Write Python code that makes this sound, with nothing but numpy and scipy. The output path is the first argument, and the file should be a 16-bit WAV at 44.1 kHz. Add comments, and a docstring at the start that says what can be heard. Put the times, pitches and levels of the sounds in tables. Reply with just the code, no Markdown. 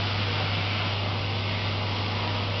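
"""Sheep shearing in a wooden shed

A shaft-driven handpiece works through a fleece while the overhead motor hums and whines steadily.
Its cutter slaps at both ends of the swing, ringing the steel comb and rattling the drive joints,
and rasps in between. One small microphone stands far enough off to hear as much shed as direct
sound in the strokes, which blur into a dense buzz."""
import sys
import numpy as np
from scipy import signal
from scipy.fft import rfft, irfft
from scipy.io import wavfile
from scipy.ndimage import uniform_filter1d

SR = 44100
rng = np.random.default_rng(int(sys.argv[2]) if len(sys.argv) > 2 else 0)


def file_out(sig):
    """Save sig as 16-bit WAV at sys.argv[1]."""
    # one column per channel
    cols = np.atleast_2d(sig).T
    # limit, then scale
    lim = np.clip(cols, -1, 1)
    pcm = np.round(lim * 32767).astype(np.int16)
    wavfile.write(sys.argv[1], SR, pcm)


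N = 114660
TIME = np.arange(N) / SR
RETURN_DB = -5  # return stroke against forward stroke


def undb(db):
    """Decibels to gain."""
    return 10 ** (np.asarray(db) / 20)


def unit(x):
    """Scale to rms 1."""
    return x / np.sqrt(np.mean(x ** 2))


def curve(rows):
    """Join each column by straight lines; the first column is the time in seconds."""
    when, *columns = np.array(rows, float).T
    return np.squeeze([np.interp(TIME, when, c) for c in columns])


def wander(rate_hz):
    """Smooth random drift, rms 1."""
    hold = int(SR / rate_hz)
    steps = np.repeat(rng.standard_normal(200), hold)[:N]
    return unit(uniform_filter1d(uniform_filter1d(steps, hold), hold))


def colour(x, points):
    """Shape a sound by (Hz, dB) points, rolling off beyond both ends; rms 1."""
    hz, db = np.array(points, float).T
    f = np.maximum(np.fft.rfftfreq(N, 1 / SR), 1)
    gain = undb(np.interp(np.log(f), np.log(hz), db))
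    skirts = np.minimum(f / hz[0], 1) * np.minimum(hz[-1] / f, 1)
    return unit(irfft(rfft(x) * gain * skirts ** 2, N))


def shed(x, t60_s=0.61, wet_db=0.5, move_s=0.2446):
    """Direct sound plus a short diffuse tail, whose pattern changes as the handpiece moves."""
    t = TIME[:SR // 2]
    fade = np.exp(-np.log(1000) * t / t60_s) * (t > .003)
    source, wet = rfft(x), 0
    for place, noise in enumerate(rng.standard_normal((14, len(t)))):
        tail = rfft(noise * fade / np.linalg.norm(fade), N)
        crossfade = np.cos(np.pi / 2 * np.clip(TIME / move_s - place, -1, 1))
        wet = wet + irfft(source * tail, N) * crossfade
    return unit(x + undb(wet_db) * wet)


def slaps(turns, jitter_s, scatter_db):
    """One impact at each end of the cutter's swing, a little uneven in time and force."""
    stroke = np.arange(1, int(2 * turns[-1]))
    late, force = rng.standard_normal((len(stroke), 2)).T
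    at = (np.interp(stroke / 2, turns, TIME) + jitter_s * late) * SR
    strength = undb(scatter_db * force + RETURN_DB * (stroke % 2))
    out = np.zeros(N)
    out[np.clip(at.astype(int), 0, N - 1)] = strength * (-1.) ** stroke
    return unit(out)


def chatter(turns, decay_strokes, floor):
    """Fine rubbing noise that flares at each stroke and sinks toward a steady floor."""
    returning = np.floor(2 * turns) % 2
    flare = np.exp(-(2 * turns % 1) / decay_strokes) * undb(RETURN_DB * returning)
    return unit(rng.standard_normal(N) * (floor + flare))


def motor(hum_hz=100):
    """Overhead, a smooth mains hum lies under thin, wavering motor and gear tones."""
    # Mains hum. Each row: time in seconds, level in dB.
    hum_levels = [(0, -29.5), (.8, -30.4), (1.15, -30.5), (2.6, -30.5)]
    # Motor and gear tones. Each row: frequency in Hz, average level in dB.
    whine_tones = [(484, -50), (618, -52), (742.5, -53.5), (1164, -53), (1264, -52.5), (1363.5, -53.5),
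                   (1523, -56.5), (2074, -53.5), (2256, -57.5), (2450, -59.5), (2853, -59.5)]
    hum = undb(curve(hum_levels)) * np.sin(2 * np.pi * hum_hz * TIME + .04 * wander(5.3))
    whine = 0
    for hz, db in whine_tones:
        gain = undb(db + 2.5 * wander(4))
        whine += gain * np.sin(2 * np.pi * (hz * TIME + rng.random()) + 1.1 * wander(6))
    return np.sqrt(2) * (hum + whine)


def drive(turns):
    """Loose joints knock twice a turn, the handpiece shakes, the shaft rumbles."""
    # Spectra of the joints and the shaft. Each row: frequency in Hz, relative level in dB.
    rattle_spectrum = [(170, 8), (230, -11), (400, -4.5), (520, 2), (930, 1.5), (1300, -2.5), (1650, -8.5),
                       (2100, -9), (3000, -29)]
    rumble_spectrum = [(15, -0.5), (35, -3.5), (60, 0.5), (110, -0.5), (170, -1.5), (240, 1), (320, -1),
                       (500, -7), (1000, -13.5), (3000, -40)]
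    # Rattle of the joints. Each row: time in seconds, level in dB.
    rattle_levels = [(0, -34.5), (.12, -37), (.26, -35.5), (.39, -32), (.56, -35.5), (.72, -37.5),
                     (.85, -34), (.95, -36.5), (1.1, -35.5), (1.4, -38), (1.78, -34.5), (1.92, -36),
                     (2.22, -33.5), (2.36, -33.5), (2.46, -37), (2.6, -35.5)]
    # Tones of the shaking handpiece. Each row: multiple of the crank speed, average level in dB.
    shake_tones = [(4, -48), (5, -56.5), (10, -55.5), (11, -61), (15, -55), (17, -53), (19, -54.5)]
    knocks = undb(-16) * slaps(turns, jitter_s=0.00018, scatter_db=3)
    rubbing = chatter(turns, decay_strokes=0.26, floor=1.3)
    rattle = colour(shed(knocks + rubbing), rattle_spectrum) * undb(curve(rattle_levels))
    shake = 0
    for multiple, db in shake_tones:
        gain = np.sqrt(2) * undb(db + 2.5 * wander(5))
        shake += gain * np.sin(2 * np.pi * (multiple * turns + rng.random()) + 0.63 * wander(8))
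    rumble = undb(-38.5) * colour(rng.standard_normal(N), rumble_spectrum)
    return rattle + shake + rumble


def wool(turns, ramp_s=0.082):
    """Each blow, one push through the fleece, adds a band of crunching pulsed by the strokes."""
    # Each row: start and length in seconds, level in dB if fully ramped up, centre and width in Hz.
    blows = [(-.1, 1.07, -42.5, 1417, 548), (.28, .63, -42.5, 2280, 400), (.7, 0.16, -37.5, 2800, 420),
             (1.4, 0.37, -44, 2110, 380), (2.31, 0.1, -38, 2100, 1500), (2.55, .2, -34, 2900, 250)]
    out = np.zeros(N)
    for start, length, db, hz, width in blows:
        band = signal.butter(1, [hz - width / 2, hz + width / 2], "bandpass", fs=SR, output="sos")
        cutting = shed(chatter(turns, decay_strokes=.3, floor=0.32))
        crunch = unit(signal.sosfilt(np.vstack([band, band]), cutting))
        ramp = np.clip(np.minimum(TIME - start, start + length - TIME) / ramp_s, 0, 1)
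        out += crunch * undb(db) * ramp
    return out


def cutter(turns):
    """The cutter rings the steel comb at each reversal and rasps across its teeth."""
    # Each row: time in seconds, clatter level in dB, rasp level in dB.
    cutter_levels = [(0, -34.5, -38), (.1, -33.5, -38.5), (.4, -34, -39), (.6, -34, -40), (.8, -34, -39.7),
                     (.93, -34.3, -40.5), (1.05, -37, -42), (1.3, -37, -41), (1.65, -35, -40.5),
                     (1.82, -38, -41), (1.97, -35, -39.5), (2.08, -36.5, -40), (2.23, -35.5, -40.5),
                     (2.4, -36, -41), (2.54, -36.3, -42), (2.6, -36.5, -40)]
    # Spectra of the ringing comb and its teeth. Each row: frequency in Hz, relative level in dB.
    clatter_spectrum = [(1400, -33.5), (1850, -9.5), (2150, -3.5), (2500, -4), (2800, 0), (3050, -2.5),
                        (3350, -3), (3800, -9), (4600, -15), (5400, -31.5), (6100, -58.5)]
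    rasp_spectrum = [(2000, -14), (3300, -2), (3900, 0), (4500, -1.5), (4850, 1), (5200, -3), (5600, -9.5),
                     (5900, -20), (6200, -38)]
    clatter_db, rasp_db = curve(cutter_levels)
    hits = undb(-8) * slaps(turns, jitter_s=.00006, scatter_db=4)
    rubbing = chatter(turns, decay_strokes=.25, floor=0.61)
    clatter = colour(shed(hits + rubbing), clatter_spectrum) * undb(clatter_db)
    rasp = colour(chatter(turns, decay_strokes=0.27, floor=2.5), rasp_spectrum) * undb(rasp_db)
    return clatter + rasp


def scene():
    """On the shearing floor, one crank drives rattle, cutter and crunch over the motor's hum."""
    # Crank speed, rising when the comb runs light. Each row: time in seconds, turns per second.
    crank_speeds = [(0, 56.3), (.45, 56.1), (.9, 55.9), (1.1, 56.7), (1.35, 56.6), (1.6, 56.2),
                    (1.9, 56.25), (2.3, 56.45), (2.6, 56.3)]
    turns = np.cumsum(curve(crank_speeds) * (1 + .0015 * wander(10))) / SR
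    return (drive(turns) + cutter(turns) + wool(turns) + motor())[None]


def record(dry, top_hz=6150):
    """A small mono microphone with a narrow bandwidth: the treble ends steeply."""
    return signal.sosfilt(signal.ellip(12, .1, 90, top_hz, fs=SR, output="sos"), dry)


dry = scene()
out = record(dry)
file_out(out)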